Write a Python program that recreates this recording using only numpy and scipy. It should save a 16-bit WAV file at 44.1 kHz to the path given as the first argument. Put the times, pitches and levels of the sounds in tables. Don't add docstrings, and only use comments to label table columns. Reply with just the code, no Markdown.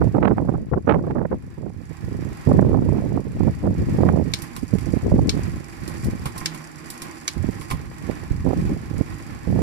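import sys
import numpy as np
from scipy import signal
from scipy.fft import rfft, irfft, next_fast_len
from scipy.io import wavfile
from scipy.ndimage import uniform_filter1d, minimum_filter1d, map_coordinates

SR = 44100
rng = np.random.default_rng(int(sys.argv[2]) if len(sys.argv) > 2 else 0)


def log_audio(samples):
    frames = np.atleast_2d(samples).T
    limited = np.clip(frames, -1, 1)
    pcm = np.round(limited * 32767).astype(np.int16)
    wavfile.write(sys.argv[1], SR, pcm)


N = 424241
TIME = np.arange(N) / SR
LEFT_LAG_S = .0005

# pitch in Hz, dB compared with the right port.
LEFT_PORT = [(100, -9.5), (500, -2.5), (1300, -5), (2100, -10.5), (2900, -1), (3800, -1), (4900, 4.5),
             (6200, -2), (7700, -11), (10500, -13.5), (14000, -5)]
# time in seconds, links passing per second.
LINK_RATE = [(0, 48.5), (1.85, 51), (2.2, 49), (3.9, 53), (7, 44.6), (8.6, 49)]
# start in seconds, relative level in dB, ring of the left hollow in dB.
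SNAPS = [(4.3365, -21.5, 4.5), (5.2932, -20.5, 5), (6.4577, -19, -0.5), (7.2786, -18.5, -20)]
# start in seconds, relative level in dB, boost of the low tones in dB, fade time in seconds.
CLANKS = [(4.4202, -37, -7.5, 0.0025), (4.564, -34, 8, 0.0019), (4.785, -35, 15.5, 0.0018),
          (5.878, -38, -1, .001), (6.0446, -40.5, -25, 0.002), (6.2563, -26.5, 17.5, 0.0059),
          (6.359, -33.5, 29, 0.0048), (6.379, -36, -8, 0.0046), (6.412, -33.5, 36, 0.0038),
          (6.5453, -37.5, 16, 0.0041), (6.902, -34.5, -8, 0.0025), (7.0189, -35, 0, 0.0037),
          (7.6106, -36, 13.5, 0.008), (7.703, -33.5, 13, 0.0047), (7.7116, -24, 16, 0.0042)]


def wind(port, gust_db, breeze_db=-0.52, speed_db=-0.74, breeze_speed_db=-1, quickening=.25):
    # start in seconds, length in seconds, then right level, left level and speed in relative dB.
    gusts = [(0.0, 0.076, -9.0, -23.0, -1.5), (0.14, 0.042, -11.0, -22.0, 1.5),
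             (0.204, 0.13, -12, -30.5, 1.0), (0.361, 0.24, -17.0, -28.5, 2.0),
             (0.708, 0.028, -24, -12, 2.5), (0.753, 0.024, -16, -28, 4.5), (0.867, 0.11, -12.0, -22.5, 2.5),
             (0.97, 0.16, -19.5, -26.0, 3.5), (1.145, 0.11, -16.0, -30.0, 4.0),
             (1.299, 0.049, -21.5, -23.5, 5.0), (1.569, 0.13, -25.0, -42.0, 4.0),
             (2.02, 0.3, -20.5, -32.0, -0.5), (2.461, 0.21, -8, -17.5, -1.5),
             (2.67, 0.21, -12, -20.5, -0.5), (2.888, 0.19, -16, -25.5, 1.0),
             (3.109, 0.089, -18.0, -29.5, 2.0), (3.387, 0.11, -12.5, -32.5, -1.0),
             (3.631, 0.087, -13.0, -23.5, 0.0), (3.766, 0.059, -15.0, -18.0, -2.5),
             (3.859, 0.1, -21.0, -18.5, -3.0), (3.976, 0.18, -10.0, -19, 0.5),
             (4.117, 0.11, -13.0, -29.0, -1.5), (4.72, 0.27, -18.5, -35, -4.5),
             (5.024, 0.074, -23, -16.5, -1.5), (5.109, 0.11, -11, -16.0, -3),
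             (5.22, 0.08, -27, -15.5, -3.0), (5.331, 0.25, -20, -27.0, -3.5),
             (5.808, 0.079, -24.5, -43, -3.5), (6.033, 0.051, -23.5, -16.5, -3.0),
             (7.356, 0.13, -17.5, -38, -3.5), (7.723, 0.027, -15, -29, -4),
             (8.295, 0.15, -21.5, -26.5, -7.5), (8.44, 0.048, -12, -29.5, 2.0),
             (8.558, 0.18, -16.5, -21, -2.5), (8.887, 0.12, -19.5, -39.5, -4),
             (9.467, 0.16, -13.5, -23, -1.5)]
    # time in seconds, then right level and left level in relative dB.
    breeze = [(0, -25.5, -24), (1.42, -39, -36), (1.75, -30, -41), (2.4, -38, -39), (2.9, -17.5, -33),
              (3.58, -33, -27), (4.25, -22, -32), (4.45, -35, -44), (5.4, -23, -37), (5.7, -39.5, -43.5),
              (6.15, -27.5, -29.5), (6.55, -47.5, -55.5), (7.25, -51, -56.5), (7.5, -34, -40),
              (8.7, -29, -35), (9.62, -35.5, -40)]
    gust_power, weighted_pace = np.zeros((2, N))
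    for start, length_s, *port_db, pace_db in gusts:
        power = (gain_of(port_db[port] + gust_db) * gust(length_s)) ** 2
        add(gust_power, start, power)
        add(weighted_pace, start, power * pace_db)
    gust_flap_db, breeze_flap_db = 1.4, 4.3
    flaps = np.clip(wander(hz=17), -2.5, 1)
    breeze_power = gain_of(curve(breeze, column=port + 1) + breeze_db + breeze_flap_db * flaps) ** 2
    mean_pace_db = (weighted_pace + breeze_power * breeze_speed_db) / (gust_power + breeze_power)
    pressure = np.sqrt(gust_power * gain_of(gust_flap_db * flaps) ** 2 + breeze_power)
    flow_db = speed_db + mean_pace_db + quickening * (20 * np.log10(pressure) + 20)
    return pressure * eddies(flow_db, swirl_db=2.4, swirl_hz=85, leak_hz=78)


def gust(length_s, attack_s=.014, sag_db_per_s=12, release_db_per_s=520):
    age = TIME[:SR]
    fall_db = sag_db_per_s * age + release_db_per_s * np.maximum(age - length_s, 0)
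    return np.minimum(age / attack_s, 1) * gain_of(-fall_db)


def eddies(speed_db, swirl_db, swirl_hz, leak_hz):
    # pitch in Hz, relative level in dB.
    rumble = [(20, -4), (80, -4), (150, -4), (300, -12.5), (500, -22), (800, -33.5), (1300, -61),
              (2200, -86.5), (4000, -115)]
    swirl = gain_of(swirl_db * np.clip(wander(swirl_hz), -2.5, 2))
    size = 2 ** 19
    spectrum = gain_of(level_at(rumble, np.fft.rfftfreq(size, 1 / SR)))
    pattern = irfft(rfft(rng.standard_normal(size)) * spectrum)
    position = np.cumsum(gain_of(speed_db) * swirl) % (size - 1)
    pressure = map_coordinates(pattern, [position], order=3) * swirl
    leak = signal.butter(2, leak_hz, "high", fs=SR)
    pressure = signal.lfilter(*leak, pressure - pressure[0])
    power = uniform_filter1d(uniform_filter1d(pressure ** 2, size=1100), size=1100)
    return pressure / np.sqrt(abs(power) + 1e-12)


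def air_slaps(level_db=-1, wake_db=-11, wake_s=0.0071, eddy_s=.00045):
    # time in seconds, relative level in dB, width of the spike in seconds.
    slaps = [(.022, 0, 0.00025), (.149, -5.5, 0.00019), (.160, 2.5, 0.00036), (.232, -0.5, 0.00015),
             (.254, -0.5, .00014), (.279, -2, 0.00015), (.312, -1.5, 0.00021), (.383, -5, .00016),
             (.493, -1, 0.00025), (.879, -1, 0.00019), (.896, 8, .00012), (.910, 3, .00014),
             (.924, -3, 0.00012), (.945, -1.5, .00016), (1.11, -11, 0.00013), (1.163, -3, 0.00029),
             (1.329, -6, 0.00023), (2.478, 2.5, 0.00058), (2.497, -4, 0.00036), (2.594, 4.5, 0.00024),
             (2.627, 5, 0.00029), (2.762, -11, 0.00036), (3.476, -5.5, 0.00036), (4.066, -2.5, .00038),
             (4.09, 0, .00015), (4.635, -5.5, 0.00081), (4.737, 1.5, 0.00064), (4.755, -2.5, 0.00051),
             (4.939, -1.5, 0.00049), (4.972, -4.5, 0.00059), (5.123, 1, 0.0004), (5.192, 1.5, 0.00035),
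             (7.49, -7, .0005), (8.098, -2.5, 0.00039), (8.315, -4.5, .0012), (8.508, 0, 0.00041),
             (8.533, -4, .0003), (9.012, -3, 0.00049)]
    spikes, wakes = np.zeros((2, N))
    for centre_s, db, width_s in slaps:
        near = abs(TIME - centre_s) < 5 * wake_s
        age = TIME[near] - centre_s
        widths = np.clip(age / width_s, -20, 20)
        spike = 1 / np.cosh(widths) - .5 / np.cosh(widths / 2 - 1.5)
        spikes[near] += gain_of(db) * rng.choice([-1, 1]) * spike
        wakes[near] += gain_of(db + wake_db) * np.exp(-(age / wake_s) ** 2)
    speed_db = 20 * np.log10(eddy_s / curve(slaps, column=2))
    swirls = eddies(speed_db, swirl_db=1.52, swirl_hz=221.6, leak_hz=147)
    return gain_of(level_db) * (spikes + wakes * swirls)


def shifter(contact_db=1.0, ring_db=-7, rise_s=0.0022, hollow_hz=(3300, 5400), ripple_db=1.0):
    # pitch in Hz, relative level in dB, seconds to fade by 60 dB.
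    tones = [(2291, 6.5, 0.044), (4025.5, -8, 0.055), (4400, -15, 0.04), (6530, 9, 0.032)]
    # pitch in Hz, relative level in dB.
    click = [(200, -8), (1000, -2), (2400, 7.5), (2850, 4.5), (3600, 6.5), (6600, 4), (7500, 1.5),
             (10500, -2), (14500, -16)]
    out, age = np.zeros((2, N)), TIME[:SR // 4]
    lever = sum(gain_of(db - 60 * age / t60) * np.sin(2 * np.pi * (hz * age + rng.random()))
                for hz, db, t60 in tones)
    lever = gain_of(ring_db) * np.minimum(age / rise_s, 1) * lever
    ring = np.array([colour(lag_left(lever), lambda hz: level_at(LEFT_PORT, hz)), lever])
    hollow = signal.butter(3, hollow_hz, "band", fs=SR)
    reflection_s = .00156
    tone = lambda hz: level_at(click, hz) - ripple_db * np.cos(2 * np.pi * hz * reflection_s)
    for start, db, hollow_db in SNAPS:
        contact = metal_hit(tone, hold_s=.0026, decay_s=.0012, tail_db=-8.5, tail_s=.16)
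        left, right = gain_of(db) * (gain_of(contact_db) * contact + ring)
        add(out[0], start, left)
        add(out[0], start + LEFT_LAG_S, gain_of(hollow_db) * signal.lfilter(*hollow, right))
        add(out[1], start, right)
    return out


def sprockets(level_db=5.0, body_hz=3000):
    # pitch in Hz, relative level in dB.
    metal = [(150, 22), (600, 2.5), (1100, 11.5), (1600, 0), (3400, 7), (6200, 7), (10400, 14), (14500, 3)]
    # pitch in Hz, width in Hz, boost in dB.
    peaks = [(1050.4, 40, 11), (2147.3, 497, 9.5)]
    out = np.zeros((2, N))
    for start, db, body_db, decay_s in CLANKS:
        tone = lambda hz: level_at(metal, hz) + boost_at(peaks, hz) + body_db / (1 + (hz / body_hz) ** 4)
        clank = metal_hit(tone, hold_s=.0006, decay_s=decay_s, tail_db=-1, tail_s=.14)
        for port, sound in zip(out, clank):
            add(port, start, gain_of(db + level_db) * sound)
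    return out


def metal_hit(tone, hold_s, decay_s, tail_db, tail_s):
    force = np.exp(-np.maximum(TIME[:SR // 4] - hold_s, 0) / decay_s)
    sound = yard_noise(force, tone, tail_db, tail_s, echo_db=0.5)
    power = uniform_filter1d((sound ** 2).mean(0), size=176, mode="constant")
    return sound / np.sqrt(power.max())


def tyre(level_db=20.0, roughness=0.48, rough_hz=120):
    # pitch in Hz, relative level in dB.
    whir = [(30, -10), (100, 6), (190, 0.5), (400, -1.5), (560, -4.5), (1100, -2.5), (2350, -3.5),
            (2900, -13.5), (4000, -18), (9000, -25.5)]
    # pitch in Hz, width in Hz, boost in dB.
    peaks = [(157.6, 21.6, 16), (236.6, 44.5, 11.5), (300, 37, 8.5), (338, 37, 12.5), (808, 52, 7.5),
             (1058, 120, 6.5), (1734, 29, 8.5), (1909, 55, 7.5)]
    tread = 1 + roughness * wander(rough_hz)
    tone = lambda hz: level_at(whir, hz) + boost_at(peaks, hz)
    sound = yard_noise(tread, tone, tail_db=7.0, tail_s=0.2, echo_db=-5.5)
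    return heard_level() * gain_of(level_db) * evened(sound)


def roller(level_db=8, hum_hz=153, octave_db=-2, waver=0.02536, waver_hz=14):
    cycles = np.cumsum(hum_hz * (1 + waver * wander(waver_hz))) / SR
    tone = np.sin(2 * np.pi * cycles) + gain_of(octave_db) * np.sin(4 * np.pi * cycles)
    hum = heard_level() * gain_of(level_db) * tone * (1 + wander(waver_hz))
    return np.array([hum * gain_of(level_at(LEFT_PORT, hum_hz)), hum])


def chain(level_db=7, inner_link_db=-11, scatter_db=2, tick_s=0.0012,
          rattle_db=-2, rattle_scatter_db=4, rattle_per_s=40):
    # pitch in Hz, relative level in dB.
    hiss = [(500, -35), (2000, 3.5), (2400, 4), (3500, -32), (4700, 1.5), (5600, -4.5), (6600, 1.5),
            (7800, 1.5), (8800, -2.5), (10300, -0.5), (12300, -8), (13300, -29), (14500, -22)]
    # time in seconds, dB compared with the ticks.
    sliding = [(3.9, -6), (8, -2.5)]
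    sway = 1 + .018 * wander(hz=5)
    link = np.floor(np.cumsum(curve(LINK_RATE) * sway) / SR)
    chance = rng.standard_normal(N)
    landings = np.diff(link, prepend=0) * gain_of(inner_link_db * (link % 2) + scatter_db * chance)
    shifting = (TIME > SNAPS[0][0]) & (TIME < CLANKS[-1][0])
    knocks = shifting * (rng.random(N) < rattle_per_s / SR)
    rattle = knocks * gain_of(rattle_db + rattle_scatter_db * chance)
    ticks = evened(signal.oaconvolve(landings + rattle, np.exp(-TIME[:SR // 20] / tick_s))[:N])
    slide = gain_of(curve(sliding))
    force = (ticks + slide) / np.hypot(1, slide)
    sound = yard_noise(force, lambda hz: level_at(hiss, hz), tail_db=-2, tail_s=.15, echo_db=1)
    return heard_level() * gain_of(level_db) * evened(sound)


def heard_level(push_db=1.8, chainring_teeth=50, push_at_turns=.48):
    # time in seconds, relative level in dB.
    recorder_level = [(0, -65.5), (.6, -72.5), (1.6, -71.5), (2.3, -59.5), (2.75, -63.5), (3.45, -64),
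                      (3.9, -59.5), (5.1, -61.5), (5.5, -59), (6.9, -58.5), (7.9, -60), (8.9, -59),
                      (9.15, -59.5), (9.62, -59)]
    turns = np.cumsum(curve(LINK_RATE)) / SR / chainring_teeth
    return gain_of(curve(recorder_level) + push_db * np.cos(4 * np.pi * (turns - push_at_turns)))


def yard_noise(force, tone, tail_db, tail_s, echo_db):
    # delay in seconds, relative level in dB.
    echoes = [(.0035, -8.5), (.0088, -11.5)]
    tail = gain_of(-60 * TIME[:SR // 4] / tail_s) ** 2
    echo_power = gain_of(tail_db) ** 2 * tail / tail.sum()
    for delay_s, db in echoes:
        echo_power[round(delay_s * SR)] += gain_of(db + echo_db) ** 2
    scattered = np.sqrt(abs(signal.oaconvolve(force ** 2, echo_power)[:len(force)]))
    direct = force * rng.standard_normal(len(force))
    left, right = np.array([lag_left(direct), direct]) + scattered * rng.standard_normal((2, len(force)))
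    return np.array([colour(left, lambda hz: tone(hz) + level_at(LEFT_PORT, hz)), colour(right, tone)])


def lag_left(sound):
    return np.pad(sound, (round(LEFT_LAG_S * SR), 0))[:len(sound)]


def gain_of(db):
    return 10 ** (np.asarray(db) / 20)


def evened(x):
    return x / np.sqrt(np.mean(x ** 2) + 1e-20)


def curve(rows, column=1):
    columns = np.transpose(rows)
    return np.interp(TIME, columns[0], columns[column])


def level_at(rows, hz):
    pitches, db = np.transpose(rows)
    return np.interp(np.log(hz + 1), np.log(pitches + 1), db)


def boost_at(peaks, hz):
    return sum(db / (1 + (2 * (hz - centre_hz) / width_hz) ** 2) for centre_hz, width_hz, db in peaks)


def colour(x, tone, size=8192):
    log_gain = np.log(gain_of(tone(abs(np.fft.fftfreq(size, 1 / SR)))))
    response = np.exp(np.conj(signal.hilbert(log_gain)))
    taps = np.fft.ifft(response).real[:size // 2]
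    return signal.oaconvolve(x, taps)[:len(x)]


def wander(hz):
    size = next_fast_len(N)
    rolloff = 1 + (np.fft.rfftfreq(size, 1 / SR) / hz) ** 4
    return evened(irfft(rfft(rng.standard_normal(size)) / rolloff)[:N])


def add(mix, start_s, sound):
    part = mix[round(start_s * SR):][:len(sound)]
    part += sound[:len(part)]


def scene():
    right = wind(port=0, gust_db=-1.5) + air_slaps()
    left = wind(port=1, gust_db=-0.16)
    return np.array([left, right]) + tyre() + roller() + chain() + shifter() + sprockets()


def record(dry, ceiling_db=-1, recovery_db_per_s=130, top_hz=14900):
    over_db = np.maximum(20 * np.log10(abs(dry).max(0) + 1e-9) - ceiling_db, 0)
    recovery_db = recovery_db_per_s * TIME
    duck_db = recovery_db - np.maximum.accumulate(over_db + recovery_db)
    limited = dry * gain_of(uniform_filter1d(minimum_filter1d(duck_db, size=128), size=128))
    treble_cut = signal.firwin(255, top_hz, window=("kaiser", 8), fs=SR)
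    return signal.oaconvolve(limited, treble_cut[None], "same", axes=1)


dry = scene()
out = record(dry)
log_audio(out)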